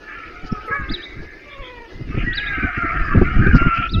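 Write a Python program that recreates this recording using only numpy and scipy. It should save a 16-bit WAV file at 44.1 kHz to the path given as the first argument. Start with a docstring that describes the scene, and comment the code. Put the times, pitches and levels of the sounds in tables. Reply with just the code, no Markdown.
"""At a big stork nest outdoors, the young beg, swelling as the adult steps closer.
Their thin whines and short squeals are gliding periodic tones; their long hisses are turbulent breath
filtered by throat resonances. A small songbird whistles three chirps, distant birds twitter and nest
twigs rustle. Trees and ground scatter the calls and chirps, while the pressure fluctuations of the
wind rumble and thump on the microphone."""
import sys
import numpy as np
from scipy import signal
from scipy.fft import rfft, irfft
from scipy.io import wavfile

SR = 44100
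rng = np.random.default_rng(int(sys.argv[2]) if len(sys.argv) > 2 else 0)


def log_audio(samples):
    """Write samples as a 16-bit WAV file to the path given in sys.argv[1]."""
    # one column per channel
    frames = np.atleast_2d(samples).T
    # limit to full scale, then quantise
    limited = np.clip(frames, -1, 1)
    pcm = np.round(limited * 32767).astype(np.int16)
    wavfile.write(sys.argv[1], SR, pcm)


N = 176400

# Whines: (roughness [0-1], gain of each harmonic [dB], rows of (time [s], pitch [Hz], level [dB]))
WHINE_CONTOURS = [ (0.15, [-15.5, 0], [(0, 849, -48), (.1, 877, -38), (.19, 858, -44.5)]), (0.294, [1.3, 0],
                  [(.33, 711, -53), (.66, 745.4, -51)]), (0.36, [-13, -16.5, 1.5, -15.5],
                  [(.44, 443.6, -43.5), (.5, 432.8, -38), (.59, 416.3, -32), (.63, 435.2, -45),
                  (.68, 433.7, -29), (.75, 427.3, -29.5), (.84, 405, -43.5), (.94, 422.3, -41)]),
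                  (0.13, [-14.5, -5, 3, -5.5], [(.712, 548, -28), (.726, 545, -24.5), (.765, 561, -27.5),
                  (.8, 554.7, -35), (.89, 532, -42)]), (0.3933, [-1.5, -2.5, -14.5, -5, -9],
                  [(1.45, 583, -51), (1.61, 545.4, -40), (1.655, 500.3, -42), (1.76, 491.2, -40.5),
                  (1.88, 455.6, -45.5)]), (0.25, [-40.5, 0], [(2.262, 965, -30.5), (2.279, 960, -19),
                  (2.305, 940.2, -23.5), (2.365, 954.6, -34)]), (0.347, [-25, 0, -13.5],
                  [(2.31, 751.2, -36), (2.374, 812.4, -33), (2.386, 812, -22), (2.43, 834.7, -30),
                  (2.51, 821, -25.5), (2.58, 776.6, -29.5), (2.64, 760, -25), (2.71, 715, -28)]),
                  (0.4977, [-17, 0, -12], [(2.77, 715, -30), (2.83, 682.2, -24), (2.9, 668.6, -23.5),
                  (2.96, 658.5, -33.5), (3.14, 622, -33), (3.22, 623, -42.5)]), (1, [-24.5, 0, -13.5],
                  [(3.35, 721, -37.5), (3.44, 770, -23.5), (3.51, 826.4, -24), (3.55, 810.6, -43),
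                  (3.61, 801, -22)]), (0.2705, [-23, 2, -50, -15.5], [(3.53, 712.6, -24.5), (3.6, 675, -19),
                  (3.64, 694.4, -22.5), (3.76, 668.4, -22), (3.79, 688, -22), (3.82, 667.3, -25.5),
                  (3.868, 672.7, -20)]), (0.11, [-19, -3, -24.5, -12.5], [(3.94, 659, -33),
                  (3.963, 653, -23.5), (4, 691, -29)]), ]
# Hissing breaths: (start [s], end [s], start level [dB], end level [dB], start tuning [ratio],
# end tuning [ratio], then the gain of each of the four throat resonances [dB])
HISS_BREATHS = [ (0, 0.12, -47.5, -33.5, 1.05, 0.96, -3, -10, -17.5, -13),
                (0.098, 0.292, -34, -35.5, 0.97, 1.035, -10, -8, -7.5, -12),
                (0.31, 0.669, -35, -39, 1, 1.136, -8.5, -15.5, -11, -17.5),
                (0.69, 1.046, -28, -35, 0.9, 0.99, -15.5, -6.5, -10, -16),
                (1.058, 1.698, -40, -42, 0.95, 1.05, -16, -7.5, -3.5, -15),
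                (1.698, 2.093, -54, -51, 1.05, 1.03, -5.5, 0, -23.5, -2.5),
                (2.089, 2.223, -46, -27.5, 0.9, 1.015, -6, -9.5, -6, -3),
                (2.22, 2.37, -35, -32.5, 0.94, 1.085, -8.5, 1, -15.5, -7.5),
                (2.386, 2.537, -31.5, -34.5, 1.06, 0.95, -8, 0.5, 2, -7.5),
                (2.532, 2.927, -26, -23.5, 1.012, 0.99, -7.5, -7.5, -6, -18.5),
                (2.923, 3.253, -23, -26, 1.002, 0.94, -5.5, -5.5, -13, -16.5),
                (3.253, 3.576, -26, -29, 1.022, 1.003, -3.5, -10, -7.5, -15),
                (3.584, 3.862, -28.5, -29.5, 0.86, 1.018, -3.5, -4, -6, -1.5), ]
# Throat resonances: (centre at tuning 1 [Hz], width [Hz])
THROAT_FORMANTS = [(1320, 332), (1740, 430), (2200, 480), (2620, 1060)]
# Wind rumble as gusts come and go: (time [s], level [dB])
GUST_LEVELS = [(0, -46), (.35, -43.5), (.5, -37.5), (0.701, -44), (0.922, -23), (1.05, -52), (1.171, -27),
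               (1.299, -41.5), (1.899, -42), (2.25, -21), (2.47, -31.5), (2.68, -34.5), (3.178, -13),
               (3.541, -16.5), (3.771, -34), (3.969, -17.5)]
# Spectrum of the rumble: (frequency [Hz], relative density [dB])
RUMBLE_SPECTRUM = [(8, -6), (25, 2), (50, -2), (100, -10.5), (200, -19.5), (330, -19), (500, -38.5),
                   (900, -77)]
# Eddies striking the microphone: (time [s], duration [s], level [dB])
EDDIES = [(0.446, 0.027, -25), (0.525, 0.019, -14.5), (0.711, 0.016, -28.5), (0.808, 0.039, -24.5),
          (0.91, 0.033, -18.5), (1.185, 0.032, -43), (2.015, 0.026, -23.5), (2.104, 0.038, -22),
          (2.148, 0.017, -20.5), (2.181, 0.019, -12.5), (2.241, .025, -18), (2.28, 0.027, -22),
          (2.584, 0.022, -22.5), (2.643, 0.027, -14.5), (2.781, 0.02, -19.5), (2.846, 0.026, -20),
          (2.966, 0.025, -20), (3.155, 0.018, -8), (3.181, 0.0323, -7), (3.221, 0.02, -5),
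          (3.392, 0.071, -10), (3.435, 0.028, -13), (3.473, 0.018, -9), (3.552, 0.043, -2.5),
          (3.619, 0.02, -10.5), (3.67, 0.029, -8), (3.797, 0.043, -21), (3.973, 0.077, -13.5)]
# Spectrum of an eddy lasting EDDY_S: (frequency [Hz], relative density [dB])
EDDY_SPECTRUM = [(15, 2), (50, -2), (120, -3), (220, -7), (330, -6.5), (480, -26), (800, -37.5),
                 (4000, -79)]
# Spectrum of the outdoor background: (frequency [Hz], relative density [dB])
AIR_SPECTRUM = [(20, -16.5), (200, -6), (320, 9), (480, 2), (800, -8.5), (1500, -13), (2500, -24.5),
                (5000, -16.5), (7200, -43)]
# Squeals: (start [s], end [s], start pitch [Hz], end pitch [Hz], level [dB])
SQUEAL_GLIDES = [(.16, .26, 1390, 1280, -39), (.28, .35, 1370, 1290, -44), (.68, .725, 490, 450, -36),
                 (.94, 1.0, 365, 340, -37), (1.191, 1.383, 1663, 1743, -45.5), (1.9, 2.05, 2020, 2080, -50),
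                 (2.12, 2.24, 1220, 1380, -40.5), (2.53, 2.67, 1300, 1290, -34.5),
                 (3.03, 3.1, 1750, 1640, -30), (3.25, 3.33, 1450, 1340, -29.5)]
# Twig rustles: (time [s], duration [s], level [dB])
TWIG_RUSTLES = [(0.47, 0.039, -47), (3.567, 0.0195, -38), (3.763, 0.045, -50)]
# Spectrum of dry twigs: (frequency [Hz], relative density [dB])
TWIG_SPECTRUM = [(1500, -17.5), (3000, -11), (4800, 10), (6000, -7), (7200, -15)]
# Cheeps of far birds: (time [s], duration [s], pitch [Hz], level [dB])
FAR_CHEEPS = [(0.524, 0.015, 5340, -44), (1.537, 0.069, 3470, -46.5), (1.663, 0.069, 3330, -40.5),
              (3.061, 0.063, 4863, -52), (3.559, 0.044, 5163, -46)]
# One high swish: (time [s], duration [s], level [dB], centre [Hz], width [Hz])
HIGH_SWISH = (.68, .04, -65, 11500, 6500)
# Shape of the songbird's chirp: (time from onset [s], base pitch [Hz], relative level [dB])
CHIRP_CONTOUR = [(0, 3305, -16.5), (.008, 3544, -1), (0.018, 4440, -16.5), (0.036, 4946, -2.5),
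                 (0.042, 4566, -14), (.049, 3966, 3.5), (.059, 3814, 7), (0.069, 3270, -9),
                 (.11, 2550, -41), (0.138, 3280, -10.5), (0.149, 3865, -3), (.165, 3625, -8.5),
                 (0.182, 4270, -39)]
# Its three chirps: (start [s], level [dB], pitch factor [ratio], gain at the highest pitch [dB])
CHIRP_CALLS = [(0.89, -29, 1.0, 2.5), (2.326, -28, 0.98, -2), (3.888, -30.5, 1, -5.5)]

CRY_EDGE_S, HISS_EDGE_S = 0.016, 0.0566
RASP_HZ, FLUTTER_DB, PITCH_WAVER = 110, 2.5, .008
JITTER, JITTER_HZ, SHIMMER_DB = 0.04, 141.8, 4.5  # depths at roughness 1
CHEST_HZ, CHEST_DB = 710.5, -14
RING_SPLIT, RING_WAVER = 0.05, .02  # fractions of a formant's centre frequency
EDDY_S, EDDY_DEEPENING, WIND_SIDE_DB = 0.024, 0.42, -29
GARDEN_T60_S, MIC_TOP_HZ, TOP_HZ, SELF_NOISE_DB = 0.61, 7000, 15700, -74.5


def undb(db):
    """Amplitude ratio of a level in decibels."""
    return 10 ** (np.asarray(db) / 20)


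def unit(x):
    """Normalisation to rms 1."""
    return x / np.sqrt(np.mean(x ** 2) + 1e-20)


def clock():
    """Sampling instants in seconds."""
    return np.arange(N) / SR


def walk(rate_hz):
    """Low-pass noise: a smooth random wander of rms 1."""
    rolloff = 1 + (np.fft.rfftfreq(N, 1 / SR) / rate_hz) ** 4
    return unit(irfft(rfft(rng.standard_normal(N)) / rolloff, N))


def flutter(depth_db, rate_hz):
    """Random amplitude modulation: a gain of rms 1."""
    return unit(undb(depth_db * walk(rate_hz)))


def noise(spectrum):
    """Spectral shaping of white noise, at rms 1."""
    hz, db = np.array(spectrum).T
    f = np.maximum(np.fft.rfftfreq(N, 1 / SR), 1)
    gain = undb(np.interp(np.log(f), np.log(hz), db))
    return unit(irfft(rfft(rng.standard_normal(N)) * gain, N))


def phase_of(hz):
    """Phase as the time integral of frequency."""
    return 2 * np.pi * np.cumsum(hz) / SR


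def gate(start, end, edge_s):
    """Envelope with quarter-sine edges centred on start and end."""
    t = clock()
    rise = np.sin(np.pi / 2 * np.clip((t - start) / edge_s + .5, 0, 1))
    fall = np.sin(np.pi / 2 * np.clip((end - t) / edge_s + .5, 0, 1))
    return rise * fall


def burst(x, at, length):
    """Gaussian windowing: a short swell of x with rms about 1 at its middle."""
    bell = np.exp(-np.minimum((2 * (clock() - at) / length) ** 2, 20))
    return x * bell * np.sqrt(np.sum(bell ** 2) / np.sum((x * bell) ** 2))


def resonance(hz, width_hz):
    """Noise-driven resonance: a steep band of rms 1 about a steady or moving centre."""
    skirt = 1 + np.abs(2 * np.fft.fftfreq(N, 1 / SR) / width_hz) ** 4.4
    baseband = np.fft.ifft((rng.standard_normal(N) + 1j * rng.standard_normal(N)) / skirt)
    return unit(np.real(baseband * np.exp(1j * phase_of(np.full(N, hz)))))


def whines():
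    """Periodic vibration gives a harmonic series; jitter in pitch and shimmer in level roughen it."""
    t, out = clock(), 0
    flutters = [flutter(FLUTTER_DB, 38) for _ in range(max(len(w[1]) for w in WHINE_CONTOURS))]
    for roughness, harmonics_db, contour in WHINE_CONTOURS:
        at, hz, db = np.array(contour).T
        waver = 1 + roughness * JITTER * walk(JITTER_HZ) + PITCH_WAVER * walk(20.1)
        phase = phase_of(np.interp(t, at, hz) * waver)
        voice = sum(undb(h) * flutters[k] * np.sin((k + 1) * phase) for k, h in enumerate(harmonics_db))
        level = undb(np.interp(t, at, db) + roughness * SHIMMER_DB * walk(RASP_HZ))
        out += np.sqrt(2) * voice * level * gate(at[0], at[-1], CRY_EDGE_S)
    return out


def hisses():
    """Source and filter: turbulent breath excites throat formants that glide together."""
    t, tuning, total_effort = clock(), 1e-9, 1e-9
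    powers = np.zeros((len(THROAT_FORMANTS), N))
    for start, end, db0, db1, tune0, tune1, *formant_db in HISS_BREATHS:
        effort = gate(start, end, HISS_EDGE_S) * undb(np.interp(t, [start, end], [db0, db1]))
        powers += (undb(formant_db)[:, None] * effort) ** 2
        tuning += effort * np.interp(t, [start, end], [tune0, tune1])
        total_effort += effort
    tuning /= total_effort  # overlapping breaths blend their tunings
    chest_level = undb(CHEST_DB) * np.sqrt(powers[0]) * flutter(2 * FLUTTER_DB, 12)
    breath = chest_level * resonance(CHEST_HZ * tuning, width_hz=100)
    for power, (hz, width) in zip(powers, THROAT_FORMANTS):
        # A broad band shares the power equally with a pair of narrow rings just above and below its centre.
        rings = unit(sum(resonance(hz * tuning * (1 + split + RING_WAVER * walk(7)), width_hz=35)
                         for split in (-RING_SPLIT, RING_SPLIT)))
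        breath += np.sqrt(power / 2) * flutter(FLUTTER_DB, 16.6) * (resonance(hz * tuning, width) + rings)
    return breath * flutter(depth_db=1.57, rate_hz=RASP_HZ)


def wind():
    """Turbulent pressure on the microphone: gusts rumble and eddies thump, the longer the deeper."""
    at, db = np.array(GUST_LEVELS).T
    mid = noise(RUMBLE_SPECTRUM) * undb(np.interp(clock(), at, db)) * flutter(4, 14)
    side_band, side = resonance(254, width_hz=290), 0
    for at, length, db in EDDIES:
        pitch_factor = (EDDY_S / length) ** EDDY_DEEPENING
        thump = noise(np.array(EDDY_SPECTRUM) * [pitch_factor, 1])
        mid += undb(db) * burst(thump, at, length)
        side += undb(db + WIND_SIDE_DB) * burst(side_band, at, length)
    return np.array([mid + side, mid - side])


def outdoor_air(level_db=-46.5):
    """Ambient noise: a broad spectrum whose level wavers."""
    return noise(AIR_SPECTRUM) * undb(level_db + 2.5 * walk(10))


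def twitter(level_db=-60.5, spread_db=6.5):
    """Superposition of distant birds: narrow noise bands swell and fade independently."""
    pitches, specks = np.geomspace(3300, 6700, 14), 0
    for hz in pitches:
        rolloff = (pitches[0] / hz) ** 1.5
        specks += resonance(hz, width_hz=200) * undb(spread_db * np.minimum(walk(23), 2)) * rolloff
    return undb(level_db) * unit(specks)


def squeals():
    """Nearly sinusoidal vibration: short stork cries that glide and waver."""
    t, out = clock(), 0
    for start, end, hz0, hz1, db in SQUEAL_GLIDES:
        hz = np.interp(t, [start, end], [hz0, hz1]) * (1 + PITCH_WAVER * walk(RASP_HZ))
        level = undb(db + FLUTTER_DB * walk(RASP_HZ))
        out += np.sqrt(2) * np.sin(phase_of(hz)) * level * gate(start, end, CRY_EDGE_S)
    return out


def twigs():
    """Friction noise: dry sticks and straw crackle as the birds shift."""
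    crackle = unit(noise(TWIG_SPECTRUM) * flutter(4, 400))
    return sum(undb(db) * burst(crackle, at, length) for at, length, db in TWIG_RUSTLES)


def cheeps():
    """Narrow-band noise carries a pitch: brief bursts of it are the cheeps of far birds."""
    return sum(undb(db) * burst(resonance(hz, width_hz=520), at, length)
               for at, length, hz, db in FAR_CHEEPS)


def swish():
    """Band-limited noise in one short swell: a faint wisp of high treble."""
    at, length, db, hz, width = HIGH_SWISH
    return undb(db) * burst(resonance(hz, width), at, length)


def songbird():
    """Frequency modulation of a pure tone: an arched whistle, then an upslurred second note."""
    t, out = clock(), 0
    at, hz, db = np.array(CHIRP_CONTOUR).T
    crest = hz == hz.max()
    for start, level_db, pitch_factor, crest_db in CHIRP_CALLS:
        pitch = pitch_factor * np.interp(t - start, at, hz) * (1 + 0.018 * walk(300))
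        level = undb(level_db + np.interp(t - start, at, db + crest_db * crest) + 0.55 * walk(200))
        out += np.sqrt(2) * np.sin(phase_of(pitch)) * level * gate(start, start + at[-1], edge_s=.004)
    return out


def garden(x, wet_db, low_hz):
    """Scattering from trees and ground adds an exponentially decaying tail, weak below low_hz."""
    t = clock()[:SR]
    tail = rng.standard_normal(SR) * np.exp(-np.log(1000) * t / GARDEN_T60_S) * (t > .006)
    scattered = signal.sosfilt(signal.butter(4, low_hz, "high", fs=SR, output="sos"), x)
    return x + undb(wet_db) * signal.fftconvolve(scattered, tail / np.sqrt(np.sum(tail ** 2)))[:N]


def lowpass(x, hz):
    """Band limiting by a steep elliptic filter."""
    return signal.sosfilt(signal.ellip(8, .2, 70, hz, fs=SR, output="sos"), x)


def scene():
    """Linear superposition of nest, garden and wind; only the wind has stereo width."""
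    air = outdoor_air()
    storks = garden(whines() + squeals() + hisses(), wet_db=-16, low_hz=200)
    small_birds = garden(songbird() + cheeps(), wet_db=-7.5, low_hz=4300)
    return storks + small_birds + twitter() + twigs() + air + wind()


def record(dry):
    """Saturation rounds the hardest buffets and the treble is cut; self-noise and the swish join."""
    saturated = dry / (1 + dry ** 8) ** (1 / 8)
    fade_out = np.minimum(clock()[::-1] / .004, 1)
    heard = lowpass(saturated, MIC_TOP_HZ) * fade_out
    return lowpass(heard + swish() + undb(SELF_NOISE_DB) * rng.standard_normal(N), TOP_HZ)


dry = scene()
out = record(dry)
log_audio(out)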